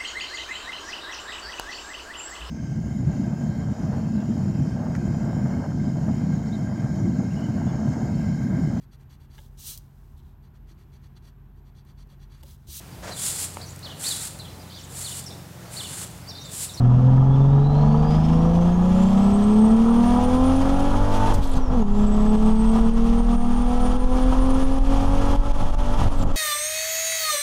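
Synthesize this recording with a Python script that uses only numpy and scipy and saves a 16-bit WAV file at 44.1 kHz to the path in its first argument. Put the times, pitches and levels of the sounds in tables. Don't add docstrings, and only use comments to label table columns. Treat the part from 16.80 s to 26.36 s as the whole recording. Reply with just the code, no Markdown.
import sys
import numpy as np
from scipy import signal
from scipy.fft import rfft, irfft, next_fast_len
from scipy.io import wavfile
from scipy.ndimage import uniform_filter1d

SR = 44100
rng = np.random.default_rng(int(sys.argv[2]) if len(sys.argv) > 2 else 0)


def waveform_to_disk(signal):
    frames = np.transpose(np.atleast_2d(signal))
    scaled = np.clip(frames, -1, 1) * 32767
    samples = np.round(scaled).astype(np.int16)
    wavfile.write(sys.argv[1], SR, samples)


N = 421596
TIME = np.arange(N) / SR
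CYLINDERS = 6
THROB = 0.42

# time in seconds, firing rate in Hz.
FIRING_RATE = [(0, 121.5), (.5, 133.5), (1, 146), (1.3, 154.1), (1.6, 164.8), (2.1, 181.9), (2.5, 199.8),
               (3, 226.1), (3.5, 251.3), (4.25, 291.2), (4.51, 300.8), (4.6, 277.2), (4.76, 259.2),
               (4.95, 252.8), (5.04, 201.8), (5.15, 205.7), (9.2, 295), (9.45, 269.2), (9.56, 280)]
# time in seconds, load in dB.
ENGINE_LOAD = [(0, -3), (.7, -3), (.89, -3.5), (.96, -1.1), (3.05, -1.4), (3.3, -0.1), (4.25, 1.4),
               (4.52, 0.5), (4.545, -2.5), (4.62, -6.5), (4.89, -10), (4.94, -3), (5.1, -2.5), (6.55, -4),
               (7.3, -3), (7.6, -2), (8.55, -1), (8.75, -5), (9.27, -4), (9.32, -6.5), (9.56, -4.5)]
# time in seconds, whistle frequency in Hz.
TURBO_PITCH = [(0, 3000), (.5, 3320), (1, 4180), (1.5, 5330), (2, 6600), (2.5, 8080), (3.2, 8880),
               (3.8, 9430), (4.53, 10220), (4.68, 7600), (4.79, 5967), (4.905, 5230), (4.99, 6480),
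               (5.25, 7700), (5.7, 8288), (6.6, 8900), (7.8, 9390), (9.28, 10020), (9.39, 7700),
               (9.47, 6757), (9.56, 7950)]
# time in seconds, relative level in dB.
WIND_STRENGTH = [(0, -35), (2.8, -33.5), (4.2, -23.5), (4.65, -23.5), (6.6, -23.5), (7.6, -22), (9.56, -23)]


def exhaust_note(angle):
    # gain in dB, dB per dB of load, flutter depth, flutter rate in Hz.
    harmonics = [(1.5, 1.77, 0.14, 26), (-3.5, 1, 0.14, 13), (-5.5, 1.3, 0.42, 6.3), (-7.5, 2.3, 0.39, 7.1),
                 (-8.5, 2, 0.36, 8)]
    # frequency in Hz, level in dB.
    cabin_response = [(120, -10), (138, -9.5), (152, -17), (200, -16), (222, -12), (265, -19), (292, -32),
                      (365, -33), (420, -25.5), (570, -28), (700, -30.5), (900, -26.5), (1200, -38.5),
                      (1500, -40)]
    # centre in Hz, width in Hz, gain in dB.
    standing_waves = [(249, 12, -8), (299, 13, -6.5), (388.3, 10, -16.5), (479.4, 8.1, -14), (506, 18, 4),
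                      (606, 20, -16.5), (636, 28, 6), (644, 24, -4.5), (717, 33, 2.5), (775, 23, -1.5),
                      (819, 23, -9), (852, 13, -7), (913, 14, -14.5), (1024, 61, 4), (1106, 38, -9.5),
                      (1190, 48, 4.5)]
    firing_hz, load_db, shut = curve(FIRING_RATE), curve(ENGINE_LOAD), overrun()
    null_fill = 0.71 * np.minimum(wind_share(), 1)
    note = np.zeros(N)
    for k, (db, per_load, flutter_depth, flutter_hz) in enumerate(harmonics, 1):
        hz = k * firing_hz
        waves_db = resonances_db(standing_waves, hz)
        waves_db -= null_fill * np.minimum(waves_db, 0)
        cabin_db = read(cabin_response, hz) + sweep_db(k * CYLINDERS, hz) + waves_db
        drone_db = (2.5 if k == 1 else -2.5) * shut
        scatter = (k > 1) * (0.17 * np.log(k) + 1.9 * shut) * wander(50)
        level = amp(db + per_load * load_db + cabin_db + drone_db)
        throb = THROB * min((k - 1) / 3, 1) * np.cos(angle / CYLINDERS)
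        note -= level * (1 + flutter_depth * wander(flutter_hz) + throb) * np.cos(k * angle + scatter)
    return np.sqrt(2) * note


def cylinder_orders(angle):
    low_orders = {2: 0.73, 3: -0.45, 4: -3.5, 5: -0.75, 7: -2.1, 8: -0.31, 9: -2, 10: 1.2, 11: -0.65}
    # frequency in Hz, level in dB.
    cabin_response = [(36, -36.5), (50, -23.5), (62, -33), (76, -33), (90, -29.5), (104, -33.5),
                      (125, -47.5), (180, -29), (228, -31.5), (275, -39.5), (325, -58.5), (420, -49),
                      (700, -43.5), (1150, -53.5), (1600, -61.5), (2600, -87)]
    stride = 36
    cycle_hz = curve(FIRING_RATE)[::stride] / CYLINDERS
    uneven_db = engine_db(0, per_load=1.31, per_octave=2.9)
    lines = np.zeros(N)
    for k in range(2, 41):
        if k in (6, 12, 18, 24, 30):
            continue
        rank_db = low_orders.get(k, 0.5 if k % CYLINDERS == 0 else 1.0 if k % 2 == 0 else -4.5)
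        hz = k * cycle_hz
        colour_db = read(cabin_response, hz) + panels_db(hz) + sweep_db(k, hz)
        colour_db = np.interp(TIME, TIME[::stride], colour_db)
        level = amp(colour_db + uneven_db + rank_db + 1.74 * wander(1.8))
        unrest = 0.085 + 0.014 * k
        phase = k * angle / CYLINDERS + 2 * np.pi * rng.random()
        lines += level * (1 + unrest * wander(2.2)) * np.cos(phase + unrest * wander(5.8))
    return np.sqrt(2) * lines


def roar(angle):
    # frequency in Hz, relative density in dB.
    gas_spectrum = [(150, -32.5), (330, 2), (430, -6), (520, -8), (610, 6), (740, 1.5), (1080, 1),
                    (1400, -6), (1700, -16), (2100, -29.5), (3000, -41.5), (6000, -60)]
    boom_spectrum = [(30, -34), (60, 13), (110, 1.5), (170, 4.5), (235, 1.5), (280, -4.5), (325, -35.5),
                     (450, -24.5), (900, -55.5)]
    level = amp(engine_db(-35, per_load=1, per_octave=-0.42) + 2.0 * wander(31)) * (1 + surges())
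    puffs = unit(1 + 0.45 * np.cos(angle) + 0.3 * np.cos(angle / 3) + THROB * np.cos(angle / CYLINDERS))
    gas = reflect(noise(gas_spectrum), wet=0.93)
    boom = amp(engine_db(-32, per_load=0.66, per_octave=-4.5)) * noise(boom_spectrum)
    return level * puffs * gas + boom


def burble():
    # frequency in Hz, relative density in dB.
    pop_spectrum = [(200, -9), (450, -13), (850, -0.5), (1300, -9), (2200, -28)]
    start_s, start_hz, octaves_per_s = 5.7, 435, 5.1
    pops_per_s, decay_s = 47, 0.0062
    hz = start_hz * 2 ** (-octaves_per_s * np.maximum(TIME - start_s, 0))
    tone = swells([(start_s, 0.098, -43)]) * (0.82 + 0.7 * wander(62)) * np.cos(phase_of(hz))
    burns = (rng.random(N) < pops_per_s / SR) * (1 + rng.random(N))
    decays = signal.lfilter([1], [1, -np.exp(-1 / (decay_s * SR))], burns)
    pops = unit(uniform_filter1d(decays, size=60))
    return tone + amp(-43) * overrun() * pops * noise(pop_spectrum)


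def intake(angle):
    # frequency in Hz, relative density in dB.
    spectrum = [(900, -12), (1900, 2), (2500, 2.5), (3000, 5.5), (3450, 5), (3850, -1.5), (5000, -2.5),
                (6400, -2), (7400, -7), (9500, -7.5), (11000, -13.5), (13200, -13.5), (15000, -37.5)]
    # time in seconds, gain in dB.
    swings = [(0, -2), (.88, -2), (.97, 0.5), (1.15, -.5), (1.37, 2.5), (1.95, -1.5), (2.22, 1.5),
              (3.05, -2), (3.35, 1), (4.2, -0.5), (4.5, 0.5), (4.9, -1), (5.3, 0), (9.56, 0.5)]
    turbo_hz = curve(TURBO_PITCH)
    spin_db = 3 * np.log2(turbo_hz / turbo_hz.mean())
    level_db = engine_db(-44.5, per_load=0.66, per_octave=2.56) + curve(swings) + spin_db
    level = amp(level_db + 1.27 * wander(30)) * (1 + 0.35 * surges())
    dull = signal.sosfilt(signal.butter(4, 6800, fs=SR, output="sos"), noise(spectrum))
    boost = np.clip((turbo_hz - 3850) / 3300, 0.03, 1)
    rush = reflect(np.sqrt(boost) * noise(spectrum) + np.sqrt(1 - boost) * dull, wet=0.27)
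    return level * unit(1 + 0.067 * np.cos(angle)) * rush


def turbo_whistle(angle):
    # centre in Hz, width in Hz, gain in dB.
    duct = [(3000, 260, -12.5), (3360, 110, 5.5), (4100, 700, 6.5), (4897, 400, 7.5), (5750, 500, 3),
            (7250, 180, 6.5), (8440, 1000, 8), (8650, 190, -12), (9100, 670, 4), (9410, 89, 4),
            (10000, 500, 1)]
    # time in seconds, base level in dB.
    envelope = [(0, -66.5), (1.5, -59.5), (2, -62.5), (2.5, -59.5), (3.3, -58), (4.52, -60), (4.55, -74),
                (4.64, -68), (4.7, -60), (5.2, -59.5), (7.8, -59), (8.6, -66), (9.27, -64), (9.3, -70),
                (9.35, -70), (9.39, -60), (9.56, -66)]
    hz = uniform_filter1d(curve(TURBO_PITCH), size=3500)
    level_db = curve(envelope) + 0.13 * curve(ENGINE_LOAD) + resonances_db(duct, hz)
    phase = phase_of(hz * (1 + 0.0024 * wander(37)))
    sidebands = wander(220) * np.cos(phase) + wander(220) * np.sin(phase)
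    firing_pulse = 1 + 0.29 * np.cos(angle)
    return amp(level_db + 4 * wander(23)) * firing_pulse * (np.cos(phase) + 0.55 * sidebands)


def dump_valve():
    # start in seconds, length in seconds, level in dB, tilt in dB per band.
    puffs = [(4.52, 0.092, -48, 3), (4.602, 0.11, -42.5, 0.5), (4.675, 0.13, -46.5, 0),
             (4.731, 0.1, -46.5, -3.5), (9.308, 0.084, -47, 0), (9.368, .07, -44, -1.5),
             (9.412, 0.056, -48, 0)]
    # frequency in Hz, relative density in dB.
    spectrum = [(1500, -17), (3300, 3), (6000, -4), (9500, -2.5), (12000, -10), (15000, -4)]
    # lower edge in Hz, upper edge in Hz.
    bands = [(1500, 4500), (4500, 8000), (8000, 11500), (11500, 15000)]
    air, jet = noise(spectrum), np.zeros(N)
    for step, band in enumerate(bands):
        hiss = signal.sosfilt(signal.butter(3, band, "bandpass", fs=SR, output="sos"), air)
        envelope = sum(amp(db + step * tilt_db) * np.interp((TIME - s) / length, [0, 0.31, 1], [0, 1, 0])
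                       for s, length, db, tilt_db in puffs)
        jet += envelope * hiss * unit(amp(4.2 * wander(50)))
    return jet


def wind():
    # frequency in Hz, relative density in dB.
    spectrum = [(5, -35.5), (14, 14), (24, 0.5), (36, 6), (50, -7.5), (70, -19.5), (110, -22.5), (200, -55),
                (500, -71)]
    # start in seconds, length in seconds, level in dB.
    thuds = [(4.54, 0.079, -18.5), (4.74, 0.072, -19), (4.88, 0.087, -19.5), (8.81, 0.061, -23),
             (9.17, 0.12, -20), (9.39, 0.12, -18)]
    eddies = noise(spectrum)
    eddies /= np.sqrt(uniform_filter1d(eddies ** 2, size=5000) + 0.029)
    rumble = noise([(30, -1.5), (60, 0.5), (130, -8.0), (240, -14.0), (380, -27.5), (800, -21.5)])
    return amp(curve(WIND_STRENGTH) + 6.5) * eddies + swells(thuds) * rumble


def road():
    # frequency in Hz, relative density in dB.
    spectrum = [(100, -9), (200, -3.5), (340, 0), (480, -4), (750, -3.5), (930, 0.5), (1150, 1.5),
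                (1400, -7), (1900, -18.5), (3200, -32), (4200, -39.5), (6400, -26.5), (7400, -25)]
    return amp(-42 + 0.43 * TIME) * noise(spectrum)


def surges():
    # start in seconds, length in seconds, size of the added gain in dB.
    bursts = [(.95, 0.11, -11), (3.153, 0.025, -8), (3.19, 0.25, -6), (3.79, 0.13, -0.5), (4.31, 0.079, 2),
              (4.46, 0.072, 4), (4.91, 0.043, -6), (5.93, 0.068, 6), (7.34, 0.08, -4), (7.52, 0.077, 2),
              (7.76, 0.075, -4), (8.1, 0.19, -5), (8.33, 0.21, -12), (9.17, 0.077, 7.5)]
    return swells(bursts)


def dips():
    # start in seconds, depth in dB, recovery in seconds.
    drops = [(5.03, 7, 0.2), (5.56, 4, 0.1), (6.1, 4, 0.16), (6.408, 4.5, 0.15), (6.562, 5.5, 0.1),
             (7.171, 5, 0.084), (7.25, 6.5, 0.1), (7.841, 4, 0.2), (7.99, 6, 0.12), (8.564, 9.5, 0.11),
             (8.721, 11.5, 0.037), (8.84, 4, 0.18), (8.911, 9, 0.026), (8.952, 13, 0.042),
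             (9.287, 10, 0.035), (9.441, 11, 0.069), (9.52, 9, .05)]
    drop_db = sum(db * (TIME > s) * np.clip(1 - (TIME - s) / recovery, 0, 1) for s, db, recovery in drops)
    waver_db = wind_share() * (1.4 * wander(6.1) - 1)
    return uniform_filter1d(amp(waver_db - drop_db), size=170)


def sweep_db(order, hz):
    # order, centre in Hz, width in Hz, gain in dB.
    peaks = [(2, 98, 6.4, 4.5), (4, 182, 31, -4), (5, 201.2, 12, 6.5), (5, 218, 9.5, -12),
             (5, 244, 19, 2.5), (7, 228.7, 35, 10.5), (9, 233, 35, 14), (9, 444, 20, 6), (12, 440, 89, 1.5),
             (12, 479, 19, -1.5), (18, 692, 17, -7.5), (18, 730, 34, 2.5), (18, 895, 26, 0),
             (24, 830, 120, 3), (24, 990, 100, 3), (24, 1500, 26, -9), (30, 920, 230, -6.5),
             (30, 1195, 110, 3.5), (36, 880, 230, -5.5), (38, 1200, 200, -6.5)]
    return sum(db / (1 + abs(2 * (hz - centre) / width) ** 6)
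               for k, centre, width, db in peaks if k == order)


def panels_db(hz):
    # centre in Hz, width in Hz, gain in dB.
    modes = [(467, 110, 5.5), (474, 7.8, -5), (581, 38, -7), (716, 91, 1.5), (818, 54, 5.5), (980, 42, 5),
             (1125, 14, 2.5), (1169, 27, 5), (1230, 39, -3), (1328, 46, 9), (1678, 34, 6.5),
             (1902, 35, 6.5)]
    return resonances_db(modes, hz)


def resonances_db(rows, hz):
    return sum(db / (1 + (2 * (hz - centre) / width) ** 2) for centre, width, db in rows)


def reflect(x, wet, size=700):
    taps = rng.standard_normal(size) * (rng.random(size) < 0.06) * np.linspace(1, 0, size)
    response = np.r_[1, np.zeros(50), wet * taps / np.linalg.norm(taps)]
    return signal.oaconvolve(x, response / np.linalg.norm(response))[:N]


def engine_db(db, per_load, per_octave):
    return db + per_load * curve(ENGINE_LOAD) + per_octave * np.log2(curve(FIRING_RATE) / 200)


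def overrun():
    return np.clip((-4.5 - curve(ENGINE_LOAD)) / 2, 0, 1)


def wind_share():
    return amp(curve(WIND_STRENGTH) + 20)


def noise(spectrum):
    size = next_fast_len(N)
    hz = np.fft.rfftfreq(size, 1 / SR)
    gain = amp(read(spectrum, hz) + panels_db(hz)) / (1 + (hz / spectrum[-1][0]) ** 4)
    return unit(irfft(rfft(rng.standard_normal(size)) * gain, size)[:N])


def wander(rate_hz, size=8192):
    hz = np.arange(size // 2 + 1) * SR / N
    slow = irfft(rfft(rng.standard_normal(size)) / (1 + (hz / rate_hz) ** 2))
    return unit(np.interp(TIME, np.linspace(0, N / SR, size), slow))


def swells(rows):
    return sum(amp(db) * np.sqrt(np.maximum(1 - (2 * (TIME - s) / length - 1) ** 2, 0))
               for s, length, db in rows)


def phase_of(hz):
    return 2 * np.pi * np.cumsum(hz) / SR


def curve(rows):
    return np.interp(TIME, *np.transpose(rows))


def read(spectrum, hz):
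    points_hz, db = np.transpose(spectrum)
    return np.interp(np.log(hz + 1), np.log(points_hz + 1), db)


def amp(db):
    return 10 ** (np.asarray(db) / 20)


def unit(x):
    return x / np.sqrt(np.mean(x ** 2) + 1e-20)


def scene():
    angle = phase_of(curve(FIRING_RATE)) + 0.008 * wander(25)
    engine = exhaust_note(angle) + cylinder_orders(angle) + roar(angle) + burble()
    car = engine + intake(angle) + turbo_whistle(angle) + dump_valve() + road()
    return (car * dips() + wind())[None]


def record(dry):
    threshold_db, release_db_per_s, cutoff_hz = -6.5, 60, 14800
    release_db = release_db_per_s * TIME
    peak_db = 20 * np.log10(abs(dry[0]) + 1e-9)
    held_db = np.maximum.accumulate(peak_db + release_db) - release_db
    over_db = np.maximum(held_db - threshold_db, 0)
    limited = dry / amp(uniform_filter1d(over_db, size=120))
    low_pass = signal.firwin(255, cutoff_hz, window=("kaiser", 9), fs=SR)
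    fade_in = np.minimum(TIME / 0.004, 1)
    return signal.oaconvolve(limited * fade_in, low_pass[None], "same")


dry = scene()
out = record(dry)
waveform_to_disk(out)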